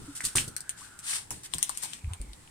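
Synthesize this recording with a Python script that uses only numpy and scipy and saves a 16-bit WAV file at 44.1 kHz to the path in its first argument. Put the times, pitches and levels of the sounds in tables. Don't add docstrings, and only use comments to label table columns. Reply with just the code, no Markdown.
import sys
import numpy as np
from scipy import signal
from scipy.fft import rfft, irfft, next_fast_len
from scipy.io import wavfile
from scipy.ndimage import map_coordinates

SR = 44100
rng = np.random.default_rng(int(sys.argv[2]) if len(sys.argv) > 2 else 0)


def output_pcm(signal):
    pcm = np.clip(np.atleast_2d(signal).T, -1, 1) * 32767
    wavfile.write(sys.argv[1], SR, np.round(pcm).astype(np.int16))


N = 110250

# [t/s, level/dB before room and placing]
FILM_SNAPS = [(0.2065, -26), (0.2509, -14.5), (0.3565, -11.5), (0.3698, -13), (0.4785, -28),
              (0.5642, -21.5), (0.605, -30.5), (0.6925, -22), (0.9896, -31), (1.3057, -19.5),
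              (1.3245, -32.5), (1.5369, -23), (1.5446, -27), (1.5825, -24.5), (1.6271, -13),
              (1.6932, -22.5), (1.7731, -25), (1.8346, -23), (1.9334, -30), (2.134, -35.5), (2.2143, -36),
              (2.3312, -41)]
SNAP_MID_DB = -11.5
BURST_S, BURST_DB = 0.0012, -2.5


def snaps():
    out = np.zeros((2, N + SR))
    click = tilted(causal(FILM_COLOUR), amp(SNAP_MID_DB))
    u = np.arange(128) / SR / BURST_S
    for start, db in FILM_SNAPS:
        burst = u ** 2 * np.exp(-4 * u) * rng.standard_normal(len(u)) ** 3
        burst *= amp(BURST_DB) / np.linalg.norm(burst)
        burst[round(BURST_S * SR / 2)] = 1
        snap = amp(db) * np.convolve(click, burst)
        out = placed(out, start + 0.00054, snap, 0)
    return out[:, :N]


# [t/s, f/Hz, level/dB before swell and placing]
CANVAS_POCKS = [(0.2059, 1950, -16.5), (0.354, 1090, -20), (0.370, 1900, -14), (0.3832, 2860, -5.5),
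                (0.4233, 2960, -27), (0.565, 1510, -36.5), (1.132, 2220, -19.5), (1.3118, 925, -27.5),
                (1.537, 3480, -15.5), (1.5384, 990, -31), (1.589, 1090, -39), (1.696, 1060, -23),
                (1.832, 910, -34), (1.841, 920, -34.5), (1.856, 930, -36), (1.9339, 3180, -23.5),
                (2.045, 2440, -36.5), (2.1351, 3180, -27.5), (2.3336, 3950, -31), (2.476, 2890, -39)]
RING_CYCLES = 10
POCK_ROOM_DB = -9


def pocks():
    out = np.zeros((2, N + SR))
    t = np.arange(1024) / SR
    for start, hz, db in CANVAS_POCKS:
        fade = amp(db - 60 * t * hz / RING_CYCLES)
        swell = 1 - np.exp(-2 * t * hz)
        ring = fade * swell * np.sin(2 * np.pi * hz * t)
        out = placed(out, start, ring, POCK_ROOM_DB)
    return out[:, :N]


# [t/s, rise/s, hold/s, fall/s, treble level/dB before placing and flicker, mid band over treble/dB]
HAND_STROKES = [(.0, 0.0027, 0.26, 0.079, -56, 3), (0.15, 0.0045, 0.022, 0.081, -37.5, -12),
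                (0.23, 0.02, 0.0098, 0.11, -31.5, -7), (0.353, 0.0026, 0.032, 0.098, -27, -4.5),
                (0.758, 0.031, 0.063, 0.15, -49.5, 1.5), (1.019, 0.11, 0.035, 0.092, -31.5, 2.5),
                (1.309, 0.0036, 0.047, 0.18, -49, -4), (1.432, 0.0035, 0.026, 0.022, -41, -3.5),
                (1.497, 0.058, 0.4, 0.15, -48, 4.5), (1.815, 0.017, 0.027, 0.041, -38, -2.5)]
EDGE_DB = 26
GRAINS_PER_S, GRAIN_SPREAD_DB, GRAIN_SHARE = 2500, 4, 0.4
RUSTLE_ROOM_DB = -4


def rustle():
    out = np.zeros((2, N + SR))
    colour, size = causal(FILM_COLOUR), SR // 2
    t = np.arange(size) / SR
    for start, rise, hold, fall, db, mid_db in HAND_STROKES:
        chance, strength, sign = rng.random((3, size))
        hits = chance < GRAINS_PER_S / SR
        sizes = amp(-GRAIN_SPREAD_DB * np.log(strength + 0.02))
        grains = unit(hits * sizes * np.sign(sign - 0.5))
        right_grains = np.roll(grains, round(place(start) * LAG_S_PER_DB * SR))
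        friction = rng.standard_normal((2, size))
        stroke = np.sqrt(1 - GRAIN_SHARE) * friction + np.sqrt(GRAIN_SHARE) * np.array([grains, right_grains])
        stroke = signal.fftconvolve(stroke, colour[None], axes=1)[:, :size]
        stroke = tilted(stroke, amp(mid_db))

        before = np.clip(1 - t / rise, 0, 1) ** 2.87
        after = np.clip((t - rise - hold) / fall, 0, 10) ** 0.88
        side_db = np.array([[0.5], [-0.5]]) * place(start)
        treble = np.std(filtered(stroke, lambda hz: hz > SPLIT_HZ))
        stroke = stroke / treble * amp(db - EDGE_DB * (before + after) + side_db)
        out[:, round(start * SR):][:, :size] += stroke
    direct = out[:, :N] * amp(1.2 * wobble(80))
    room = signal.fftconvolve(direct.mean(0)[None], tail(), axes=1)[:, :N]
    return direct + amp(RUSTLE_ROOM_DB) * room


# [t/s, length/s, start f/Hz, end f/Hz, level/dB before flicker]
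FILM_SQUEAKS = [(0.802, 0.0357, 855, 1370, -50)]


def squeak():
    out = np.zeros(N + SR)
    t = np.arange(SR // 2) / SR
    for start, length, hz0, hz1, db in FILM_SQUEAKS:
        u = np.clip(t / length, 0, 1)
        level = amp(db + 4 * wobble(300)[:len(t)]) * np.sin(np.pi * u ** 1.6)
        pitch = hz0 + (hz1 - hz0) * u
        out[round(start * SR):][:len(t)] += level * np.sin(2 * np.pi * np.cumsum(pitch) / SR)
    return out[:N]


# [t/s, centre f/Hz, level/dB of the middle signal]
TAPE_SLIDE = [(.0, 1295, -60.5), (.33, 1522, -58.5), (0.56, 1400, -60.5), (.68, 1620, -56),
              (1.031, 1424, -59), (1.2, 1494, -75), (1.9, 2451, -64.5), (2.21, 2300, -65.5),
              (2.5, 1758, -73)]
SLIDE_WIDTH_HZ = 356


def slide():
    knots, hz_knots, db_knots = np.transpose(TAPE_SLIDE)
    t = np.arange(N) / SR
    hz, db = np.interp(t, knots, hz_knots), np.interp(t, knots, db_knots)
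    slow = rng.standard_normal((4, N))
    a, b, c, d = filtered(slow, lambda f: 1 / (1 + (2 * f / SLIDE_WIDTH_HZ) ** 2))
    phase = 2 * np.pi * np.cumsum(hz) / SR
    mid = unit(a * np.cos(phase) + b * np.sin(phase))
    side = 0.4 * unit(c * np.cos(phase) + d * np.sin(phase))
    return amp(db) * np.array([mid + side, mid - side])


# [t/s, length/s, centre f/Hz, level/dB at its top]
DULL_SCRAPE = (2.085, .085, 1000, -54)


def scrape():
    start, length, hz, db = DULL_SCRAPE
    u = np.clip((np.arange(N) / SR - start) / length, 0, 1)
    grainy = rng.standard_normal((2, N)) ** 3
    band = filtered(grainy, lambda f: 1 / (1 + (f / hz - hz / (f + 1)) ** 2 * 2))
    swell = np.sqrt(np.abs(np.sin(np.pi * u))) * (u < 1)
    return amp(db) * swell * unit(band)


# [t/s, f/Hz at the start, level/dB before lift and rise, rise/s, time to fade 60 dB/s]
TABLE_THUMPS = [(0.076, 290, -26.5, 0.016, 0.088), (1.551, 156, -38, 0.0097, 0.1),
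                (2.037, 86.5, -23, 0.0088, 0.1), (2.074, 67.5, -22, 0.0035, 0.053),
                (2.104, 89.4, -27, 0.0074, 0.11), (2.198, 46.6, -34, 0.0031, 0.2),
                (2.281, 50.6, -37.5, 0.0087, 0.17)]
THUMP_LIFT_DB = 7.5
SAG = 0.058


def thumps():
    out = np.zeros(N + SR)
    t = np.arange(SR // 2) / SR
    for start, hz, db, rise, t60 in TABLE_THUMPS:
        phase = 2 * np.pi * hz * (t - SAG * t * t / (2 * t60))
        fade = amp(db + THUMP_LIFT_DB - 60 * t / t60)
        swell = (1 - np.exp(-t / rise)) ** 2
        out[round(start * SR):][:len(t)] += fade * swell * np.sin(phase)
    return out[:N]


# [t/s, level/dB before the rise, time to fade 60 dB/s]
TABLE_KNOCKS = [(.0, -44, 0.42), (0.236, -42, 0.28), (0.351, -33, 0.44), (0.477, -40, 0.17),
                (1.31, -43, 0.41), (1.547, -40, 0.18), (2.2, -46, .5)]


def knocks():
    out = np.zeros((2, N + SR))
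    t = np.arange(SR // 2) / SR
    for start, db, t60 in TABLE_KNOCKS:
        envelope = amp(db - 60 * t / t60) * (1 - np.exp(-t / 0.00097))
        out[:, round(start * SR):][:, :len(t)] += envelope * low_noise(len(t))
    return out[:, :N]


# [f/Hz, relative level/dB per Hz]
TABLE_COLOUR = [(20, -4.5), (130, -2.5), (320, -11), (600, -23.5), (1200, -46)]


def low_noise(n):
    mid, side = filtered(rng.standard_normal((2, n)), lambda hz: amp(along(TABLE_COLOUR, hz)))
    side = filtered(side, lambda hz: np.clip(hz / 450, 0, 1))
    return unit(np.array([mid + side, mid - side]))


def table_shake():
    shake_db = -59
    return amp(shake_db + 0.94 * wobble(15.43)) * low_noise(N)


# [f/Hz, relative level/dB per Hz]
HISS_COLOUR = [(180, -40), (300, -8), (597, -12), (848, -3.5), (1110, -7.5), (1830, -10.5), (6240, -13.5),
               (8300, -4.5), (16500, -32.5)]
HISS_DB = -56.5


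def room_hiss():
    noise = rng.standard_normal((2, N))
    return amp(HISS_DB) * unit(filtered(noise, lambda hz: amp(along(HISS_COLOUR, hz))))


# [t/s, left over right level/dB]
HAND_PLACE = [(0, 1.5), (.44, -0.5), (.55, 8.5), (1.15, 2), (1.47, 1), (1.52, 9.5), (2.5, 6.5)]
LAG_S_PER_DB = 6e-5


def place(s):
    return np.interp(s, *np.transpose(HAND_PLACE))


# [f/Hz, time to fade 60 dB/s]
ROOM_DECAY = [(500, 0.29), (8000, 0.096), (15000, 0.13)]


def tail(size=12000):
    hz, t, bands = signal.stft(rng.standard_normal((2, size)), SR, nperseg=128)
    t60 = np.maximum(along(ROOM_DECAY, hz), 0.02)[:, None]
    _, h = signal.istft(bands * amp(-60 * t / t60), SR, nperseg=128)
    h = h[:, :size]
    return h / np.linalg.norm(h[0])


ROOM_DB = 2.6
WALLS_DB, WALLS_S = -3.5, 0.017


def placed(out, s, body, wet_db):
    space = amp(ROOM_DB) * tail()
    delay, strength = np.moveaxis(rng.random((2, 20, 2)), 2, 0)
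    both = np.zeros_like(out)
    for ch in range(2):
        at_sample = (40 + delay[ch] * WALLS_S * SR).astype(int)
        echoes = amp(WALLS_DB - 10 * delay[ch]) * (2 * strength[ch] - 1)
        np.add.at(space[ch], at_sample, echoes)
        space[ch] *= amp(wet_db)
        space[ch, 0] = amp(place(s) * (1.0 - ch))
        at = round((s + ch * place(s) * LAG_S_PER_DB) * SR)
        sound = signal.fftconvolve(space[ch], body)
        both[ch, at:at + len(sound)] = sound
    return out + both


# [f/Hz, relative level/dB per Hz]
FILM_COLOUR = [(400, -28.5), (900, -16.5), (1500, -10), (2150, -10.5), (4830, -10), (6800, -7), (8720, 5),
               (11500, -11), (15300, -17), (16500, -41.5)]


def causal(points, size=1024):
    spectrum = amp(along(points, np.fft.rfftfreq(size, 1 / SR)))
    cepstrum = irfft(np.log(np.maximum(spectrum, 1e-4)), size)
    cepstrum[1:size // 2] *= 2
    cepstrum[size // 2 + 1:] = 0
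    h = irfft(np.exp(rfft(cepstrum)), size)[:size // 2]
    return h / np.abs(h).max()


SPLIT_HZ = 4850


def tilted(x, mid_gain):
    def low_pass(hz):
        return 1 / (1 + 1j * hz / SPLIT_HZ - (hz / SPLIT_HZ) ** 2)

    mid = filtered(x, low_pass)
    high = filtered(x, lambda hz: -(hz / SPLIT_HZ) ** 2 * low_pass(hz))
    return unit(mid) * mid_gain * np.std(high) - high


def filtered(x, response):
    n = x.shape[-1]
    m = next_fast_len(n + 8192)
    return irfft(rfft(x, m) * response(np.fft.rfftfreq(m, 1 / SR)), m)[..., :n]


def wobble(rate):
    knots = rng.standard_normal(int(N * rate / SR) + 4)
    return map_coordinates(knots, [np.arange(N) * rate / SR])


def along(points, hz):
    f, v = np.transpose(points)
    return np.interp(np.log(hz + 1), np.log(f + 1), v)


def amp(db):
    return 10 ** (np.asarray(db) / 20)


def unit(x):
    return x / np.sqrt(np.mean(x ** 2) + 1e-20)


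def scene():
    film = snaps() + pocks() + rustle() + squeak()
    tape = slide() + scrape()
    table = thumps() + knocks() + table_shake()
    return film + tape + table + room_hiss()


def record(dry):
    return filtered(dry, lambda hz: hz < 16800)


dry = scene()
out = record(dry)
output_pcm(out)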